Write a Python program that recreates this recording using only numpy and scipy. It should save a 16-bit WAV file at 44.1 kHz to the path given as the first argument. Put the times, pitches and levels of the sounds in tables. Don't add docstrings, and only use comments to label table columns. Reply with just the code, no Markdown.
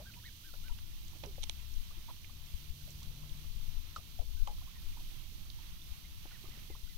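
import sys
import numpy as np
from scipy import signal
from scipy.fft import rfft, irfft
from scipy.io import wavfile
from scipy.ndimage import uniform_filter1d

SR = 44100
rng = np.random.default_rng(int(sys.argv[2]) if len(sys.argv) > 2 else 0)


def put_to_file(sound):
    columns = np.atleast_2d(sound).T
    safe = np.clip(columns, -1, 1)
    whole_steps = np.round(safe * 32767)
    wavfile.write(sys.argv[1], SR, whole_steps.astype(np.int16))


N = 307377
T = np.arange(N) / SR
SIDES = np.array([[1], [-1]])


def undb(db):
    return 10 ** (np.asarray(db) / 20)


def colour(x, points):
    hz, db = np.transpose(points)
    bin_hz = np.maximum(np.arange(N // 2 + 1) * SR / N, 1)
    return irfft(rfft(x) * undb(np.interp(np.log(bin_hz), np.log(hz), db)), N)


def hiss(points):
    return colour(rng.standard_normal(N), points) * np.sqrt(SR / 2)


def band(x, hz, width):
    return signal.lfilter(*signal.iirpeak(hz, hz / width, fs=SR), x)


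def walk(rate):
    hold = int(SR / rate)
    steps = np.repeat(rng.standard_normal(N // hold + 1), hold)
    return 1.3 * uniform_filter1d(uniform_filter1d(steps, hold), hold)[:N]


def add(out, s, x, pan_db, left_lag=0):
    for ch, i in enumerate((max(int(s * SR + left_lag), 0), int(s * SR))):
        out[ch, i:i + len(x)] += (x * undb(SIDES[ch] * pan_db / 2))[:max(N - i, 0)]


def bubble(hz, t60, rise):
    t = np.arange(int(t60 * SR)) / SR
    wobble = uniform_filter1d(rng.standard_normal((2, 8192)), size=150)[:, :len(t)] * np.sqrt(150)
    octaves = rise * t / t60 + 0.032 * wobble[0]
    phase = 2 * np.pi * np.cumsum(hz * 2 ** octaves) / SR
    attack = (1 - np.exp(-t * hz / 1.3)) ** 2
    return np.sin(phase) * attack * undb(1.8 * wobble[1] - 60 * t / t60)


def burst(hz, width, decay_s):
    t = np.arange(4096) / SR
    envelope = np.exp(-t / decay_s) * (1 - np.exp(-t * hz / 1.3))
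    crack = band(band(rng.standard_normal(len(t)) * envelope, hz, width), hz, width)
    return crack / np.abs(crack).max()


def plops():
    # (time [s], ring level [dB], pitch [Hz], t60 [s], rise over the ring [octaves],
    # slap level [dB], pan [dB], left lag [samples])
    pockets = [(0.0, -42, 564, 0.063, 0.5, -53, 6, -4), (0.535, -49, 1330, 0.048, 0.8, -55, -5, 9.5),
               (0.536, -50, 580, 0.038, -0.5, -54, -1, 17), (1.13, -65, 804, 0.12, 4.5, -63, -12, 5),
               (1.151, -49, 324, 0.052, -0.2, -60, -2, 9), (1.2355, -26, 480, 0.0088, 0, -42, -14.5, 10),
               (1.244, -46, 300, 0.045, -1.5, -52, -20, 9), (1.265, -44.5, 418, 0.13, -0.5, -60, -2, 8),
               (1.38, -35, 586, 0.024, -0.5, -50, 0, 14), (1.907, -53, 1046, 0.058, 1.5, -62, -1, -6),
               (1.969, -52.5, 342, 0.086, -0.2, -75, 1, 11), (2.086, -39, 877, 0.048, 1.5, -58, -1, -5),
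               (2.294, -55.5, 1064, 0.057, 1, -65, -2, -3), (2.874, -57, 614, 0.088, -0.5, -59.5, -6, 8),
               (3.017, -52.5, 902, 0.067, 2, -74, -1, -7), (3.108, -63, 465, 0.096, 0.5, -79, -9, 6),
               (3.23, -61, 925, 0.077, 3.5, -65, 2, 6), (3.44, -61, 1004, 0.073, 4, -62.5, -3, 6),
               (3.962, -29.5, 1299, 0.031, -0.3, -50, 1, 4), (3.98, -49, 1187, 0.06, 0.2, -59, -3, 8),
               (4.19, -34, 718, 0.036, 0, -51, -4.5, 13), (4.21, -62, 516, 0.039, .3, -50, 0, 13),
               (4.473, -22.5, 864, 0.014, 1.3, -43, 0, 13), (4.479, -39.5, 832, 0.12, 0, -51.5, 2, 5.5),
               (4.579, -55, 930, .035, 2, -72, -2.5, 2), (4.613, -53, 890, 0.064, 2.3, -71, -5, 8),
               (4.622, -54, 710, .05, 0.5, -73, -3, 8), (4.672, -56.5, 1035, 0.08, 1, -74, -6, 4),
               (4.764, -57, 1050, 0.037, -0.5, -75, -9, 4), (4.82, -61, 1220, 0.056, 2, -76, 1, 3),
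               (4.969, -47.5, 787, 0.045, 2.3, -70, 0, 2), (4.985, -61, 846, 0.12, 2, -70, 1.5, 6),
               (5.005, -57, 680, 0.043, 0.5, -72, 0, 8), (5.318, -59, 425, 0.062, 0.1, -75, 2.5, 6),
               (5.45, -59.5, 910, 0.061, 4, -77, -6, 6), (5.586, -57.5, 950, 0.07, -0.5, -78, -1, 9),
               (6.251, -37.5, 310, 0.03, 0.1, -53, 1, 11), (6.253, -42, 650, 0.021, 1.5, -58, 1, 6),
               (6.313, -51, 1330, 0.039, 0.6, -62, -1, -2), (6.438, -36, 340, 0.027, 0.5, -55, -4, 7),
               (6.452, -52, 1133, 0.05, 0.5, -59, 0, 6), (6.484, -38, 378, 0.02, -0.5, -64, -2.5, -2),
               (6.57, -45, 323, 0.025, 0, -74, -19, 6), (6.699, -35.5, 396, 0.028, -0.9, -47.5, 0, 13),
               (6.75, -49, 950, 0.038, 1.7, -60, -1, -5), (6.874, -59, 1420, .04, .3, -79, 2, 0)]
    out = np.zeros((2, N))
    for s, db, hz, t60, rise, slap_db, pan_db, lag in pockets:
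        add(out, s, undb(db) * bubble(hz, t60, rise), pan_db, lag)
        slap_hz = 603 * (hz / 700) ** 0.13
        slap = burst(slap_hz, width=.9 * slap_hz, decay_s=0.29 * t60)
        add(out, s, undb(slap_db) * slap, pan_db, lag)
    for when, pitch, faintness, side in rng.random((160, 4)):
        db = -75 - 4.9 * np.log(max(faintness, 1 / 20))
        ripple = undb(db) * bubble(350 * 2 ** (2.6 * pitch), t60=0.027, rise=0.31)
        add(out, when * N / SR, ripple, pan_db=8 * (side - .5), left_lag=12 * (1 - side))
    return out


def wind():
    # (time [s], left level [dB], right level [dB])
    breeze_levels = [(0, -50, -59), (.4, -56, -56), (.55, -42, -51), (.85, -43, -47), (1.25, -54, -48.5),
                     (1.45, -40, -71), (1.9, -41.5, -45), (2.15, -49.5, -46.5), (2.6, -50.5, -60),
                     (3.15, -58, -60), (3.6, -36.5, -58), (4.05, -51, -75), (4.3, -34, -60),
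                     (4.6, -39, -40), (4.75, -50.5, -49), (5.0, -42.5, -46), (5.45, -55, -44),
                     (5.9, -44.5, -50.5), (6.3, -50, -49), (6.55, -53, -46), (6.97, -42.5, -65)]
    # (frequency [Hz], relative density [dB])
    buffet_curve = [(10, 3), (20, 11.5), (40, -3), (70, -5.5), (120, -33), (250, -45.5), (500, -72),
                    (1000, -140)]
    # (centre time [s], length [s], level [dB])
    gusts = [(0.578, 0.036, -41), (0.716, 0.055, -30.5), (0.976, 0.076, -43), (1.08, 0.049, -38),
             (1.43, 0.097, -35.5), (1.778, 0.12, -29.5), (1.983, 0.028, -37), (2.553, 0.039, -32),
             (2.709, 0.064, -35.5), (2.853, 0.054, -40.5), (3.088, 0.039, -30), (3.248, 0.055, -40.5),
             (3.323, 0.033, -33), (3.48, 0.046, -36), (3.687, 0.023, -26.5), (3.78, 0.068, -28.5),
             (3.855, 0.042, -35.5), (3.982, 0.029, -33), (4.2, 0.029, -26.5), (4.426, 0.058, -22.5),
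             (4.88, 0.14, -33.5), (5.077, 0.06, -39.5), (5.726, 0.044, -43), (5.916, 0.04, -34),
             (6.495, 0.06, -38), (6.732, 0.049, -37), (6.845, 0.021, -30)]
    turbulence = np.array([hiss(buffet_curve) for _ in range(2)])
    power = uniform_filter1d(uniform_filter1d(turbulence ** 2, size=3000), size=3000)
    s, left_db, right_db = np.transpose(breeze_levels)
    flutter_db, thump_port_db = 3, [[0], [-23]]
    breeze = undb([np.interp(T, s, db) + flutter_db * walk(7.4) for db in (left_db, right_db)])
    thumps = sum(undb(db) * np.exp(-.5 * ((T - at) / (0.27 * length)) ** 2) for at, length, db in gusts)
    return turbulence / np.sqrt(power) * np.hypot(breeze, thumps * undb(thump_port_db))


def air():
    # (frequency [Hz], density [dB per Hz])
    bed_curve = [(25, -75.5), (60, -73.5), (100, -77.5), (200, -89), (300, -97.5), (400, -105), (600, -106),
                 (1100, -101), (1650, -105), (2500, -105), (4800, -105), (7500, -110), (11000, -103),
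                 (14000, -97), (16000, -103)]
    # (frequency [Hz], correlation [0-1])
    likeness = [(25, .8), (130, .88), (300, .75), (450, .75), (700, .65), (1400, .1), (3000, 0)]
    # (time [s], relative level [dB])
    swells = [(0.0, -65), (0.49, -72.5), (0.64, -66), (0.99, -71.5), (1.26, -64), (1.49, -69), (1.67, -70),
              (2.35, -69.5), (2.66, -69), (3.05, -64.5), (4.1, -68.5), (4.42, -69), (5.57, -70),
              (5.69, -71.5), (6.27, -69.5), (6.54, -66), (6.97, -73)]
    hz, density_db = np.transpose(bed_curve)
    like_hz, like = np.transpose(likeness)
    shared = np.interp(np.log(hz), np.log(like_hz), like)
    mid = hiss(np.c_[hz, density_db + 10 * np.log10((1 + shared) / 2)])
    side = hiss(np.c_[hz, density_db + 10 * np.log10((1 - shared) / 2)])
    bed = mid + SIDES * side
    bass = signal.sosfiltfilt(signal.butter(2, 800, fs=SR, output="sos"), bed)
    mids = signal.sosfiltfilt(signal.butter(2, 2300, fs=SR, output="sos"), bed - bass)
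    treble = bed - bass - mids
    flicker = undb(.3 * walk(5.3) + .5 * walk(11))
    lapping = undb(1.6 * walk(3) + 1.8 * walk(14))
    s, db = np.transpose(swells)
    swell = undb(np.interp(T, s, db - db.mean()) + 0.71 * walk(3.72))
    return treble * flicker + mids * lapping + bass * swell


def drone():
    # (centre [Hz], width [Hz], level [dB])
    hum_bands = [(62.64, 0.88, -64.5), (84, 17, -84), (175.6, 3.1, -74.5), (317, 5.1, -82),
                 (335.2, 11, -84)]
    # (time [s], pitch [Hz], level [dB])
    swell = [(2.3, 141, -84), (2.376, 145.9, -67.5), (3.276, 146.2, -56.5), (3.328, 145.5, -60),
             (3.366, 147.8, -57.5), (3.608, 143.5, -68), (3.732, 151, -62), (3.75, 157, -73)]
    hum = 0
    for hz, width, db in hum_bands:
        line = band(rng.standard_normal(N), hz, width)
        hum += undb(db + 2.4 * walk(1.64)) * line / line.std()
    s, hz, db = np.transpose(swell)
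    envelope = np.interp(T, [s[0] - .2, *s, s[-1] + 0.16], [0, *(np.sqrt(2) * undb(db)), 0])
    pitch_hz = np.interp(T, s, hz) + 1.5 * walk(7)
    return hum + envelope * np.sin(2 * np.pi * np.cumsum(pitch_hz) / SR)


def peeps():
    # (time [s], length [s], top pitch [Hz], level [dB], start below top [octaves],
    # end below top [octaves], overtone [dB], top position [share of length])
    calls = [(0.049, 0.068, 1600, -60, 0.25, 0.4, -21, 0.52), (0.158, 0.044, 983, -63, 0.26, 0.16, -25, .5),
             (0.227, 0.076, 1977, -60.5, 0.87, 0.65, -9, 0.56),
             (0.247, 0.053, 2190, -67, 0.14, -0.12, -8, 0.43),
             (0.43, 0.093, 1593, -64, 0.33, 0.6, -13, 0.39),
             (0.63, 0.085, 1530, -63.5, 0.3, 0.45, -15, 0.47),
             (0.689, 0.044, 977, -61.5, 0.44, 0.15, -25, .42),
             (2.077, 0.043, 1039, -55.5, 0.34, 0.66, -28, 0.49),
             (4.36, 0.077, 1566, -72, 0.33, 0.65, -25, .35), (4.74, 0.072, 1890, -73, .05, .35, -25, .35),
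             (6.041, 0.024, 2130, -68.5, 0.27, -0.083, -24, 0.37),
             (6.308, 0.076, 1970, -67.5, 0.79, 0.8, -20, 0.36),
             (6.494, .084, 2090, -72, .6, 0.77, -20, 0.43), (6.683, 0.067, 2120, -71, 0.62, 0.45, -20, 0.4),
             (6.881, 0.068, 2036, -72, 0.16, 0.4, -18, .35)]
    arch_power, fade_db = 2.2, -4
    out = np.zeros((2, N))
    tremble, waver = undb(1.5 * walk(150)), 2 ** (.011 * walk(200))
    husk = 1 + .33 * walk(700)
    for s, length, top_hz, db, below_start, below_end, overtone_db, top_at in calls:
        progress = np.arange(int(length * SR)) / (length * SR)
        span = int(s * SR) + np.arange(len(progress))
        onset = below_start * np.abs(1 - progress / top_at) ** arch_power
        tail = below_end * np.abs((progress - top_at) / (1 - top_at)) ** arch_power
        octaves_below = np.where(progress < top_at, onset, tail)
        phase = 2 * np.pi * np.cumsum(top_hz * 2 ** -octaves_below * waver[span]) / SR
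        tone = np.sqrt(2) * (np.sin(phase) + undb(overtone_db) * np.sin(2 * phase))
        envelope = undb(db + fade_db * progress) * signal.windows.tukey(len(span), .45)
        add(out, s, tone * envelope * tremble[span] * husk[span], pan_db=2.5, left_lag=-3)
    return out


def ticks():
    # (time [s], level [dB], centre [Hz], pan [dB], decay [s], width [multiple of centre])
    drops = [(0.137, -52.5, 2350, 8, 0.0063, .5), (0.681, -55.5, 2200, 5, 0.005, .4),
             (0.785, -52.5, 1700, 1, 0.0039, 1.2), (1.081, -52, 5800, 1, 0.0013, .7),
             (1.237, -49.5, 2680, -3, 0.004, 1.0), (1.26, -56.5, 6000, -8, 0.00081, .3),
             (1.353, -59, 1990, 1, 0.0038, .4), (1.738, -62, 6000, -6, .003, .2),
             (2.244, -55, 2170, -11, 0.0057, .5), (2.905, -51.5, 6700, 2, 0.0017, .4),
             (3.03, -48, 6000, 8, 0.0012, .8), (3.031, -54, 4600, 5, 0.004, .25),
             (3.294, -59, 3820, 1, .002, .4), (3.293, -58, 8200, 1, .001, .3),
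             (3.375, -59, 7200, 0, .001, .35), (3.16, -57, 6500, 0, .001, .9),
             (3.96, -51, 4370, -3, 0.012, 1.2), (4.472, -51.5, 2980, 1, 0.0032, 1.0),
             (4.474, -52.5, 7500, -4, .002, .9), (4.755, -56, 2300, 10, 0.0022, .8),
             (5.501, -48.5, 4130, -2, 0.0022, .35), (5.816, -59, 3620, 2, 0.0051, .15),
             (6.274, -60, 2500, 5, 0.0018, .9), (6.308, -54, 1800, 8, .0025, 1.1),
             (6.589, -57, 1970, 6, 0.0023, .7)]
    out = np.zeros((2, N))
    for s, db, hz, pan_db, decay_s, width_ratio in drops:
        add(out, s, undb(db) * burst(hz, width_ratio * hz, decay_s), pan_db)
    for when, pitch, size in rng.random((120, 3)):
        spray = burst(2500 * 2 ** (1.6 * pitch), width=1500, decay_s=.0015)
        add(out, when * N / SR, undb(-70 + 6 * size) * spray, pan_db=0)
    return out


def creaks():
    # (time [s], level [dB])
    slips = [(1.4245, -54), (1.4302, -52), (1.4327, -45.5), (1.4341, -54), (1.4354, -49), (1.4376, -42.5),
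             (1.4399, -45), (1.4423, -57), (1.4963, -35)]
    # (centre [Hz], width [Hz], gain [dB])
    modes = [(705, 640, -10.5), (2420, 370, -17.5), (3370, 1700, -3), (5800, 1400, -7.5), (9000, 2000, -7)]
    out, knock = np.zeros((2, N)), signal.unit_impulse(512)
    rings = np.array([band(band(knock, hz, width), hz, width) for hz, width, _ in modes])
    rings /= np.abs(rings).max(axis=1, keepdims=True)
    mode_db = np.array(modes)[:, 2]
    for s, db in slips:
        scatter_db = 2 * rng.standard_normal(len(modes))
        add(out, s, undb(db + mode_db + scatter_db) @ rings, pan_db=-14)
    return out


def scene():
    far = air() + drone()
    far[0] = np.roll(far[0], 9)
    return plops() + peeps() + ticks() + creaks() + wind() + far


def record(dry):
    # (frequency [Hz], gain [dB])
    port_curve = [(700, -0.5), (1600, 1.5), (2300, 10), (3100, 15.5), (4100, 15), (5200, 10), (5950, 15),
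                  (7000, 9), (8500, 5.5), (11000, 3), (15000, 0.5)]
    ports = np.array([dry[0], colour(dry[1], port_curve)])
    high_cut = signal.ellip(12, .2, 80, 15760, fs=SR, output="sos")
    return signal.sosfilt(high_cut, ports)


dry = scene()
out = record(dry)
put_to_file(out)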